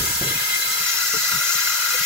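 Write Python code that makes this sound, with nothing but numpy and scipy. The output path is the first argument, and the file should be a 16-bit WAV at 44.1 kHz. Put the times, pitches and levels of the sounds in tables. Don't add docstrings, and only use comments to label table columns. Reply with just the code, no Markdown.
import sys
import numpy as np
from scipy import signal
from scipy.fft import rfft, irfft
from scipy.io import wavfile
from scipy.ndimage import uniform_filter1d

SR = 44100
rng = np.random.default_rng(int(sys.argv[2]) if len(sys.argv) > 2 else 0)


def output_pcm(signal):
    pcm = np.clip(np.atleast_2d(signal).T, -1, 1) * 32767
    wavfile.write(sys.argv[1], SR, np.round(pcm).astype(np.int16))


N = 90669
T, HZ = np.arange(N) / SR, np.fft.rfftfreq(N, 1 / SR)

TILT_START_S, TILT_END_S = 0.76, 0.9
REACH_START_S, REACH_END_S = 1.1, 1.67
WHISTLE_HZ, LOW_EDGE_HZ, HIGH_EDGE_HZ = 4045, 1800, 4300
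DROPS_PER_S, DROP_SPREAD_DB, DROP_SHARE = 4000, 2.5, 0.29
RING_FLUTTER_DB, RING_SWELL_DB, RING_LIKENESS = 1.5, 0.5, 0.73
RIPPLE_DB, RIPPLE_WIDTH_HZ, RIPPLE_S, RIPPLE_FULL_HZ = 2.5, 20, 0.35, 1900
PATCH_DB, SURGE_DB, KNOCK_RISE_S = 1.74, 0.19, 0.012

# start in seconds, thump in dB, scuff in dB, rise and decay in seconds.
BUMP_EVENTS = [(0, -34, -33, 0.0018, 0.036), (0.019, -35, -37.5, 0.003, 0.064),
               (0.092, -34.5, -38, .005, .02), (.15, -42, -50, 0.012, 0.034),
               (0.21, -28, -26, 0.0022, 0.027), (0.257, -33.5, -36, 0.0072, 0.055),
               (0.303, -34, -34.5, 0.0034, 0.022), (0.356, -33, -55, 0.0037, .013),
               (.41, -41, -53, .006, 0.011), (0.802, -39, -54, 0.0055, 0.013),
               (1.137, -47, -32.5, .004, 0.012), (1.162, -39, -50, 0.0084, 0.028),
               (1.321, -36.5, -48, 0.0083, 0.023), (1.348, -34, -58, 0.0065, 0.024),
               (1.55, -41, -61, 0.0066, 0.0083), (1.995, -39, -57, 0.017, 0.011)]
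# pitch in Hz, width in Hz, level in dB.
THUMP_TONES = [(85, 13, -11), (140.4, 30, 0), (173, 34, -8)]
SCUFF_TONES = [(310, 230, 1), (453, 64, -3), (547, 240, -11.5)]
# start in seconds, level in dB, pitch in Hz.
KNOCK_EVENTS = [(0.21, -28.5, 364), (1.136, -19.5, 447), (1.94, -26.5, 500)]
# pitch ratio, level in dB, seconds to fade by 60 dB.
KNOCK_TONES = [(.5, -13, 0.048), (.76, -5.5, 0.052), (0.998, 1, 0.085), (1.17, -7.5, 0.052)]
# pitch in Hz, width in Hz, level in dB facing the basin,
# facing the tap and near the spout, then left over right in dB.
RING_TONES = [(592, 18, -62, -57, -57, 0), (960, 100, -47, -46, -46, 0), (1290, 60, -41, -39, -37, 3),
              (1385, 80, -39, -31.5, -29.5, 4), (1620, 80, -39, -38, -37, 6), (2005, 80, -44, -32, -34, 3),
              (2080, 70, -31, -37, -33, 6), (2478, 50, -42, -42, -41, 7), (2745, 60, -46, -40, -42, 7),
              (2960, 70, -44, -48, -44, 2), (3235, 70, -41, -45, -43, 5), (3730, 80, -43, -44, -46, -4),
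              (WHISTLE_HZ, 60, -36, -36, -37, -3), (4610, 120, -41, -39, -41, -3),
              (4965, 70, -45, -39, -40, -1), (5350, 60, -42, -36, -46, 4), (5550, 110, -46, -37, -34, 2),
              (6230, 110, -39, -34.5, -33, 3), (6620, 60, -47, -42, -36.5, 4), (6980, 75, -45, -36, -36, 1),
              (7235, 55, -38, -41, -38, 3), (7840, 130, -42, -42, -42, -3), (8560, 140, -46, -44, -45, -2)]
# time in seconds, change in dB.
LOW_SWELL = [(0, 2.5), (.45, 2.5), (.8, 1), (.87, -0.5), (1.15, 0.5), (1.33, 2), (1.6, 0), (1.85, 1),
             (2.05, -1.5)]
MIDDLE_SWELL = [(0, -2), (.15, -5), (.32, 1.5), (.39, 2.5), (.55, 2.5), (.72, -1), (.9, 4), (1.07, 0),
                (1.35, 2), (1.7, 2.5), (1.9, 1), (2.05, 3.5)]
HIGH_SWELL = [(0, 0.61), (.11, 0.21), (.2, -2.9), (.45, -0.24), (.7, 1.7), (.92, 1.8), (1.15, 2.6),
              (1.35, -1), (1.55, 3), (1.72, 0.32), (1.88, -2.1), (2.05, 0.19)]
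WHISTLE_SWELL = [(0, -4), (.17, -7), (.29, 1), (.38, -1), (.47, -1), (.56, -2), (.63, 4), (.8, -2),
                 (1.02, 4), (1.1, -5.5), (1.2, 2), (1.36, -1), (1.8, 2.5), (2.05, 0)]
# pitch in Hz, radians facing the basin, then the tap.
LEFT_LEAD = [(590, -1.7, -0.5), (890, 1.5, 1.5), (1405, -2.5, 0.52), (1510, 1.5, 1.8), (2120, -1.57, -2.1),
             (2730, -2.5, -2), (4000, -1.1, -0.15), (4140, 1.8, 3.5), (4350, 2, 4), (5560, 2.9, 0.8),
             (6450, 5, 1.5), (7200, 2.5, 0.66), (7800, .5, 1.5)]
# frequency in Hz, dB per Hz facing the basin, then the tap.
SPRAY_HISS = [(20, -78, -87), (60, -85, -78.5), (158, -71.5, -75.5), (240, -86, -87.5), (398, -74.5, -76.5),
              (730, -80.5, -78), (1150, -82, -98), (1310, -66.5, -63.5), (2200, -70, -67.5),
              (3480, -67, -65.5), (4440, -66.5, -62), (6140, -64, -61.5), (7700, -65.5, -65),
              (8120, -73, -70), (8860, -70, -67), (9730, -68.5, -66.5), (10400, -67, -67.5),
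              (10900, -68.5, -67.5), (11750, -66.5, -65.5), (12550, -66, -60.5), (13400, -65.5, -64),
              (14300, -64.5, -61.5), (15100, -67, -63), (16000, -66, -65)]
# frequency in Hz, left over right in dB facing the basin, then the tap.
SPRAY_BALANCE = [(375, 0, 0), (740, -11, -2), (1450, -6, 7), (2630, 6, -0.5), (4140, -1.5, 1), (6200, 1, 3),
                 (8500, -3.5, 0.5), (10300, -3.5, -2.5), (11800, 3, 10.5), (13500, 4, 3.5), (15900, 4, 16)]
# frequency in Hz, likeness from 0 to 1.
STEREO_LIKENESS = [(100, .99), (420, 0.67), (750, 0.83), (1300, 0), (2000, 0.0055), (4000, 0), (16000, 0)]
# time in seconds, change in dB.
SPRAY_SWELL = [(0, 2), (.1, 2), (.2, 1.5), (.55, 0.8), (.72, 1), (1.0, -2.5), (1.3, -0.55), (1.6, -1.2),
               (1.8, -1), (2.05, 0)]


def amp(db):
    return 10 ** (np.asarray(db) / 20)


def unit(x):
    return x / np.sqrt(np.mean(x ** 2) + 1e-20)


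def spectrum(table, column=1):
    rows = np.array(table)
    return np.interp(np.log(HZ + 1), np.log(rows[:, 0]), rows[:, column])


def curve(points):
    return np.interp(T, *np.transpose(points))


def colour(x, gain):
    return irfft(rfft(x) * gain, N)


def peak(hz, width, order=3):
    half = width / 2 / np.sqrt(2 ** (1 / order) - 1)
    return 1 / (1 + 1j * (HZ - hz) / half) ** order


def wander(rate_hz):
    slow_band = HZ / (HZ + 3) / np.sqrt(HZ + 6) / (1 + (HZ / rate_hz) ** 4)
    return unit(colour(rng.standard_normal(N), slow_band))


def pan(db):
    gains = amp(np.array([db, -db]).reshape(2, -1) / 2)
    return gains / np.sqrt(np.mean(gains ** 2, axis=0))


def tilt():
    return curve([(TILT_START_S, 0), (TILT_END_S, 1)])


def bumps():
    bodies = [sum(amp(db) * abs(peak(hz, width)) for hz, width, db in tones)
              for tones in (THUMP_TONES, SCUFF_TONES)]
    out = np.zeros(N)
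    for start, thump_db, scuff_db, rise, decay in BUMP_EVENTS:
        age = np.maximum(T - start, 0)
        push = np.minimum(age / rise, 1) * np.exp(-np.maximum(age - rise, 0) / decay)
        for body, db in zip(bodies, (thump_db, scuff_db)):
            burst = unit(push * colour(rng.standard_normal(N), body))
            out += amp(db) * burst * np.sqrt(np.mean(push ** 2))
    return out


def grip_rumble():
    rumble = unit(colour(rng.standard_normal(N), peak(hz=74.5, width=30)))
    return amp(-32) * rumble * np.exp(-T / 0.11)


def knocks():
    out = np.zeros(N)
    for start, db, hz in KNOCK_EVENTS:
        age = np.maximum(T - start, 0)
        rise = np.minimum(age / KNOCK_RISE_S, 1)
        for ratio, tone_db, fade_s in KNOCK_TONES:
            out += rise * amp(db + tone_db - 60 * age / fade_s) * np.sin(2 * np.pi * hz * ratio * age)
    return out


def spatter():
    size = amp(DROP_SPREAD_DB * np.minimum(rng.exponential(1, (2, N)), 5))
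    sign = rng.choice([-1, 1], (2, N))
    drops = size * sign * (rng.random((2, N)) < DROPS_PER_S / SR)
    rush = rng.standard_normal((2, N))
    return np.sqrt(DROP_SHARE) * unit(drops) + np.sqrt(1 - DROP_SHARE) * rush


def rings():
    shared, separate = rfft(spatter())
    flow = np.array([shared, RING_LIKENESS * shared + np.sqrt(1 - RING_LIKENESS ** 2) * separate])
    lead_hz, basin_lead, tap_lead = np.transpose(LEFT_LEAD)
    turned, out = tilt(), np.zeros((2, N))
    for hz, width, basin_db, tap_db, spout_db, side_db in RING_TONES:
        swell = LOW_SWELL if hz < LOW_EDGE_HZ else MIDDLE_SWELL if hz < HIGH_EDGE_HZ else HIGH_SWELL
        if hz == WHISTLE_HZ:
            swell = WHISTLE_SWELL
        left, right = np.fft.ifft(flow * peak(hz, width), N)
        lead = (1 - turned) * np.interp(hz, lead_hz, basin_lead)
        lead += turned * np.interp(hz, lead_hz, tap_lead)
        ring = np.array([left, right * np.exp(-1j * lead)]).real
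        waver_db = RING_FLUTTER_DB * wander(rate_hz=69) + RING_SWELL_DB * wander(rate_hz=3.2)
        place_db = curve([(TILT_START_S, basin_db), (TILT_END_S, tap_db),
                          (REACH_START_S, tap_db), (REACH_END_S, spout_db)])
        out += unit(ring * amp(waver_db)) * pan(side_db) * amp(place_db + curve(swell))
    return out


def shifting_splash(x):
    bands = signal.stft(x, nperseg=256, noverlap=192)[2]
    patches = uniform_filter1d(rng.standard_normal(bands.shape[1:]), size=5, axis=0)
    patches = unit(uniform_filter1d(patches, size=16, axis=1))
    return unit(signal.istft(bands * amp(PATCH_DB * patches), nperseg=256, noverlap=192)[1][:, :N])


def standing_waves(x):
    hz, t, bands = signal.stft(x, SR, nperseg=2048, noverlap=1536)
    time_blur = np.exp(-.5 * ((t[:, None] - t) / RIPPLE_S) ** 2)
    pitch_blur = np.exp(-.5 * ((hz[:25] - hz[12]) / RIPPLE_WIDTH_HZ) ** 2)
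    ripple = rng.standard_normal(bands.shape) @ (time_blur / np.linalg.norm(time_blur, axis=0))
    ripple = unit(signal.fftconvolve(ripple, pitch_blur[None, :, None], "same", axes=1))
    depth_db = RIPPLE_DB * np.minimum(hz / RIPPLE_FULL_HZ, 1)[:, None]
    return unit(signal.istft(bands * amp(depth_db * ripple), nperseg=2048, noverlap=1536)[1][:, :N])


def stereo_pair(x):
    angle = np.arccos(spectrum(STEREO_LIKENESS)) / 2
    mid, side = colour(x[0], np.cos(angle)), colour(x[1], np.sin(angle))
    return np.array([mid + side, mid - side])


def spray():
    splash = standing_waves(shifting_splash(spatter()))
    hiss = stereo_pair(splash) * np.sqrt(SR / 2)
    basin = colour(hiss, amp(spectrum(SPRAY_HISS, 1)) * pan(spectrum(SPRAY_BALANCE, 1)))
    tap = colour(hiss, amp(spectrum(SPRAY_HISS, 2)) * pan(spectrum(SPRAY_BALANCE, 2)))
    return (basin + tilt() * (tap - basin)) * amp(curve(SPRAY_SWELL))


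def scene():
    water = (spray() + rings()) * amp(SURGE_DB * wander(rate_hz=60))
    handling = bumps() + grip_rumble() + knocks()
    return water + handling * pan(db=-1.5)


def record(dry):
    low_pass = signal.firwin(511, cutoff=15800, window=("kaiser", 9), fs=SR)
    return signal.oaconvolve(dry, low_pass[None], "same")


dry = scene()
out = record(dry)
output_pcm(out)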